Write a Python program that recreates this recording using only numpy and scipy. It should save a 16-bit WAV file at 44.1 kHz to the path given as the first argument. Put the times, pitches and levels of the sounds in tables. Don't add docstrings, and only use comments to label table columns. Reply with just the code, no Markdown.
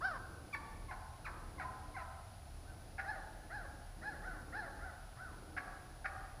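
import sys
import numpy as np
from scipy import signal
from scipy.fft import rfft, irfft
from scipy.io import wavfile
from scipy.ndimage import uniform_filter1d, map_coordinates

SR = 44100
rng = np.random.default_rng(int(sys.argv[2]) if len(sys.argv) > 2 else 0)


def store_pcm(level_fs):
    pcm = np.round(np.clip(level_fs, -1, 1) * 32767).astype(np.int16)
    wavfile.write(sys.argv[1], SR, np.atleast_2d(pcm).T)


N = 282240
TIME = np.arange(N) / SR
CUTOFF_HZ = 15300


# start, rise and fall in seconds, top pitch in Hz, level in dB,
# overtone boost in dB, extra boost from the third harmonic up in dB.
YELPS = [ (2.635, 0.058, 0.091, 781, -63.5, 5, -15), (3.038, 0.057, .108, 862.1, -44, 0.5, 8),
         (3.496, 0.057, 0.11, 857.3, -44.5, 2, 4.5), (4.013, .063, .098, 856, -45, 3, 7.5),
         (4.215, 0.0632, 0.13, 768.3, -48.5, 5, 1.5), (4.521, .060, 0.11, 860, -42, 1.5, 6),
         (4.787, .073, .104, 772, -50.5, 2, 1), (5.165, 0.0623, 0.12, 764.7, -51, 11, -7), ]
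# frequency in Hz, gain in dB.
YELP_THROAT = [(450, -15), (620, -8), (830, -3), (1000, -8), (1200, -6), (1550, 0), (1750, 0), (2000, -8),
               (2200, -26), (2550, -32), (3300, -44), (4100, -32), (4500, -37), (5100, -31), (5900, -48),
               (8000, -60)]
def yelp(rise, fall, top_hz, level_db, bright_db, upper_db, throat=YELP_THROAT,
         droop_db=12, dulling_db=7.5, upper_loss_db=7.0, **voice):
    t = seconds(rise + fall)
    falling = t > rise
    from_top = np.interp(t, [0, rise, rise + fall], [1, 0, 1])
    roundness = np.where(falling, 0.1077, 0.457)
    slack = (np.hypot(from_top, roundness) - roundness) / (np.hypot(1, roundness) - roundness)
    pitch = top_hz * (1 - slack * np.where(falling, 0.41, 0.34))
    weak = np.where(falling, 1 - (1 - slack) ** 2, slack)
    dull = weak * np.where(falling, 1, 0.45)
    return whistle(t, pitch, level_db - droop_db * weak, bright_db - dulling_db * dull,
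                   upper_db - upper_loss_db * dull, throat, **voice)


NEAR_YELP = [(.006, .058, .119, 791.4, -35.5, 4.3, -4.5)]
# frequency in Hz, gain in dB.
NEAR_THROAT = [(450, -13.5), (620, -7), (780, -1.5), (1150, 1.5), (1550, 1), (1750, -1), (2000, -14),
               (2350, -25), (3100, -25), (3900, -27), (4300, -29.5), (4650, -22.5), (5300, -22),
               (6000, -36), (8000, -59)]
def near_yelp(*row):
    return yelp(*row, throat=NEAR_THROAT, droop_db=13.5, dulling_db=5.5, upper_loss_db=-1.5,
                flutter_db=2.26, top_rasp=0.073, slack_rasp=0.81)


# start, squeak length and rasp length in seconds; squeak start,
# squeak end and final pitch in Hz; squeak level, rasp level and catch in dB; roughness from 0 to 1;
# overtone boost in dB.
PUTTS = [ (.527, .021, .011, 1219, 1087, 830, -39, -40, 3, 0.9, 13.5),
         (.881, 0.03, 0.034, 1128, 1007, 676.7, -51.5, -45, 5, 0.59, -1),
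         (1.243, .023, .036, 1599, 1027, 416, -46.5, -44.5, 2, 0.83, 11),
         (1.578, .020, .050, 1097, 995.5, 591, -48, -43.5, 4.5, 0.35, 3),
         (1.939, .026, 0.069, 1119, 988, 602.3, -49.5, -45.5, 1.5, 0.31, 2.5), ]
# frequency in Hz, gain in dB.
PUTT_THROAT = [(400, -16.5), (600, -13), (760, 4), (1000, -0.5), (1250, -2), (1600, 2.5), (1950, -5.5),
               (2250, -6.5), (2550, -14), (3050, -32.5), (3900, -29.5), (4700, -29.5), (5400, -34.5),
               (7000, -42)]
def putt(squeak_s, rasp_s, start_hz, break_hz, final_hz, squeak_db, rasp_db, catch_db,
         roughness, bright_db):
    attack_s, swell_db, catch_s, fade_db = 0.00578, 18.5, 0.0024, 13
    break_ratio, settle_rate = 0.82, 3.5
    t = seconds(squeak_s + rasp_s)
    broken = t > squeak_s
    progress = np.clip((t - squeak_s) / rasp_s, 0, 1)
    squeak_hz = start_hz * (break_hz / start_hz) ** (t / squeak_s)
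    rasp_hz = final_hz + (break_ratio * break_hz - final_hz) * np.exp(-settle_rate * progress)
    pitch = np.where(broken, rasp_hz, squeak_hz)
    catch = catch_db * np.exp(-np.abs(t - squeak_s) / catch_s)
    level_db = np.where(broken, rasp_db + catch - fade_db * progress ** 2,
                        squeak_db - catch - swell_db * np.exp(-t / attack_s))
    rasp = 0.068 + roughness * np.sqrt(progress)
    pitch, level_db = uniform_filter1d([pitch, level_db], size=48)
    return syrinx(t, pitch, level_db, rasp, bright_db * (1 - progress), PUTT_THROAT,
                  jitter=0.231, shimmer=1.0, hiss=1.0, fade_s=0.0025)


# start and length in seconds, starting pitch in Hz, level in dB,
# roughness from 0 to 1, boost from the third harmonic up in dB.
CLUCKS = [ (2.981, 0.041, 827.5, -37.5, 0.59, 5.5), (5.565, .025, 830, -36, 0.38, 0.5),
          (6.043, .026, 830, -36, 0.4, -1.5), ]
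# frequency in Hz, gain in dB.
CLUCK_THROAT = [(400, -24.5), (620, -22), (780, 4), (930, -10.5), (1250, -11), (1500, 5.5), (1680, 5),
                (1880, -7), (2250, -6.5), (2650, -19), (3100, -32.5), (4600, -35), (5300, -32.5),
                (7000, -65)]
def cluck(length, start_hz, peak_db, roughness, upper_db):
    swell_s, swell_db, choke_db_per_s, fall_octaves_per_s = 0.018, 10, 997.5, 31
    t = seconds(length)
    pitch = start_hz * 2 ** (-fall_octaves_per_s * t)
    level_db = peak_db - np.maximum(swell_db * (1 - t / swell_s), choke_db_per_s * (t - swell_s))
    return syrinx(t, pitch, level_db, roughness, 0, CLUCK_THROAT,
                  jitter=0.2, shimmer=0.35, hiss=1.5, fade_s=0.0015, upper_db=upper_db)


# start and length in seconds, pitch in Hz, level in dB.
PIPS = [(1.644, 0.042, 1017, -42.5), (2.008, 0.041, 1013, -46.5)]
def pip(length, hz, level_db, attack_s=0.011, fade_db=7):
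    t = seconds(length)
    swell_db = np.interp(t, [0, attack_s, length], [-fade_db, 0, -fade_db])
    return whistle(t, np.full(len(t), hz), level_db + swell_db, bright_db=-23)


def whistle(t, pitch, level_db, bright_db, upper_db=0, throat=YELP_THROAT,
            flutter_db=1.3, clear_hz=820, top_rasp=0.14, slack_rasp=0.71):
    rasp = top_rasp + slack_rasp * np.maximum(1 - pitch / clear_hz, 0)
    quaver = 0.016 * wander(t * 110)
    flutter = flutter_db * wander(t * 90)
    return syrinx(t, pitch * (1 + quaver), level_db + flutter, rasp, bright_db, throat,
                  jitter=0.13, shimmer=1.0, hiss=2.2, fade_s=0.005, upper_db=upper_db)


def syrinx(t, pitch, level_db, rasp, bright_db, throat, jitter, shimmer, hiss, fade_s, upper_db=0):
    cycles = np.cumsum(pitch) / SR
    uneven_pitch = pitch * (1 + jitter * rasp * wander(cycles))
    phase = 2 * np.pi * np.cumsum(uneven_pitch) / SR
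    harmonic = np.arange(1, 15)[:, None]
    in_range = harmonic * pitch < CUTOFF_HZ
    gains = in_range * from_db(bright_db * (harmonic > 1) + upper_db * (harmonic > 2))
    strength = np.exp(shimmer * rasp * wander(cycles))
    pulses = strength * (gains * np.cos(harmonic * phase)).sum(0)
    puffs = (1 + np.cos(phase)) * rng.standard_normal(len(t))
    voice = through_throat(pulses + hiss * rasp * from_db(bright_db / 2) * puffs, throat)
    voice /= np.sqrt(uniform_filter1d(voice ** 2, size=160) + 1e-12)
    edges = np.clip(np.minimum(t, t[-1] - t) / fade_s, 0, 1)
    return voice * edges * from_db(level_db)


def through_throat(x, throat, size=2048):
    hz = np.abs(np.fft.fftfreq(size, 1 / SR))
    log_gain = np.log(gain_at(throat, hz))
    minimum_phase = np.exp(np.conj(signal.hilbert(log_gain)))
    ring = np.fft.ifft(minimum_phase).real
    return signal.fftconvolve(x, ring)[:len(x)]


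def calls(table, voice, near_echo_db=-10):
    out = np.zeros(N + SR)
    for start, *row in table:
        call = voice(*row)
        at = int(start * SR) + np.arange(len(call))
        lag = int(rng.uniform(0.003, 0.008) * SR)
        out[at] += call
        out[at + lag] += from_db(near_echo_db) * call
    return out[:N]


def flock(near_wet_db=-6, pip_wet_db=-5, spill_db=-2, cluck_spill_db=3):
    putts, clucks = calls(PUTTS, putt), calls(CLUCKS, cluck)
    among_trees = calls(YELPS, yelp) + putts + clucks
    near = calls(NEAR_YELP, near_yelp, near_echo_db=-15)
    pips = calls(PIPS, pip)
    echoes = woods(among_trees + from_db(near_wet_db) * near + from_db(pip_wet_db) * pips)
    low = low_pass(putts + from_db(cluck_spill_db) * clucks, hz=1000, order=4)
    spill = from_db(spill_db) * scatter(low, t60=0.79, build_up_s=0.16)
    return among_trees + near + pips + echoes + spill


# delay in seconds, gain in dB.
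ECHOES = [(.0105, -20.5), (.022, -12), (.034, -15), (.072, -25), (.104, -20)]
def woods(x, brush_db=-12, forest_db=-8):
    dull = low_pass(x, hz=3000, order=1)
    trunks = sum(from_db(db) * np.interp(TIME - delay, TIME, dull, left=0) for delay, db in ECHOES)
    brush = from_db(brush_db) * scatter(x, t60=0.12, build_up_s=0.0099)
    far = low_pass(x, hz=3300, order=2)
    forest = from_db(forest_db) * scatter(far, t60=1.0, build_up_s=0.081)
    return trunks + brush + forest


# frequency in Hz, gain in dB.
TAIL_COLOUR = [(300, 9.5), (750, 3), (1050, 7.5), (1600, 2), (2300, -4), (4500, 15), (9000, -12.5)]
def scatter(x, t60, build_up_s):
    t = TIME[:2 * SR]
    envelope = (1 - np.exp(-t / build_up_s)) * from_db(-60 * t / t60)
    response = coloured_noise(len(t), TAIL_COLOUR) * envelope / np.sqrt(np.sum(envelope ** 2))
    return signal.fftconvolve(x, response)[:N]


# frequency in Hz, relative noise density in dB.
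RUMBLE_COLOUR = [(15, -28), (25, -6), (37, 10.5), (52, -6.5), (74, 5), (88, -2), (120, -4), (170, -15.5),
                 (240, -19.5), (390, -48), (700, -48), (2000, -53)]
def far_rumble():
    return background(RUMBLE_COLOUR, level_db=-52.5, swell_db=0.97)


# frequency in Hz, relative noise density in dB.
DRONE_COLOUR = [(70, -22), (120, -2), (180, -3), (240, -6.5), (305, 0.5), (390, -7), (550, -7), (900, -42)]
# time in seconds, level in dB before lulls and swells.
DRONE_LEVEL = [(0, -62.5), (1.6, -60.5), (3, -63.5), (4.5, -60), (5.5, -63), (6.4, -67)]
# centre and half-width in seconds, depth in dB.
DRONE_LULLS = [(1.1, .13, 13.5), (2.3, 0.21, 18.5), (3.89, 0.059, 22), (5.08, 0.16, 25)]
def far_drone():
    level_db = np.interp(TIME, *np.transpose(DRONE_LEVEL))
    lulls_db = sum(depth * np.exp(-((TIME - s) / width) ** 2) for s, width, depth in DRONE_LULLS)
    return background(DRONE_COLOUR, level_db - lulls_db, swell_db=2.3)


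# frequency in Hz, relative noise density in dB.
AIR_COLOUR = [(200, 0), (500, -3.5), (730, 7), (900, 0), (1100, -5), (1500, -5.5), (1900, -9), (3200, -12),
              (4900, -10.5), (6300, -15.5), (9500, -20.5), (10100, -13.5), (11000, -20), (15200, -23.5)]
def field_air():
    return background(AIR_COLOUR, level_db=-60.5, swell_db=0)


def background(spectrum, level_db, swell_db):
    noise = coloured_noise(N, spectrum)
    noise /= np.sqrt(np.mean(noise ** 2))
    return noise * from_db(level_db + swell_db * wander(TIME * 2))


def coloured_noise(n, spectrum):
    gain = gain_at(spectrum, np.fft.rfftfreq(n, 1 / SR))
    return irfft(rfft(rng.standard_normal(n)) * gain, n)


def gain_at(spectrum, hz):
    points_hz, db = np.transpose(spectrum)
    return from_db(np.interp(np.log(np.maximum(hz, 1)), np.log(points_hz), db))


def low_pass(x, hz, order):
    return signal.sosfilt(signal.butter(order, hz, fs=SR, output="sos"), x)


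def wander(position):
    return map_coordinates(rng.standard_normal(1024), [position], order=3, mode="wrap")


def from_db(db):
    return 10 ** (np.asarray(db) / 20)


def seconds(length):
    return np.arange(int(length * SR)) / SR


def scene():
    quiet = far_rumble() + far_drone() + field_air()
    return (flock() + quiet)[None]


# frequency in Hz, rms level in dB.
CAMERA_WHINE = [(10405.6, -71), (12851.1, -94)]
def record(dry):
    whine = sum(np.sqrt(2) * from_db(db) * np.sin(2 * np.pi * hz * TIME) for hz, db in CAMERA_WHINE)
    top_cut = signal.firwin(801, CUTOFF_HZ, fs=SR)
    return signal.fftconvolve(dry + whine, top_cut[None], mode="same")


dry = scene()
out = record(dry)
store_pcm(out)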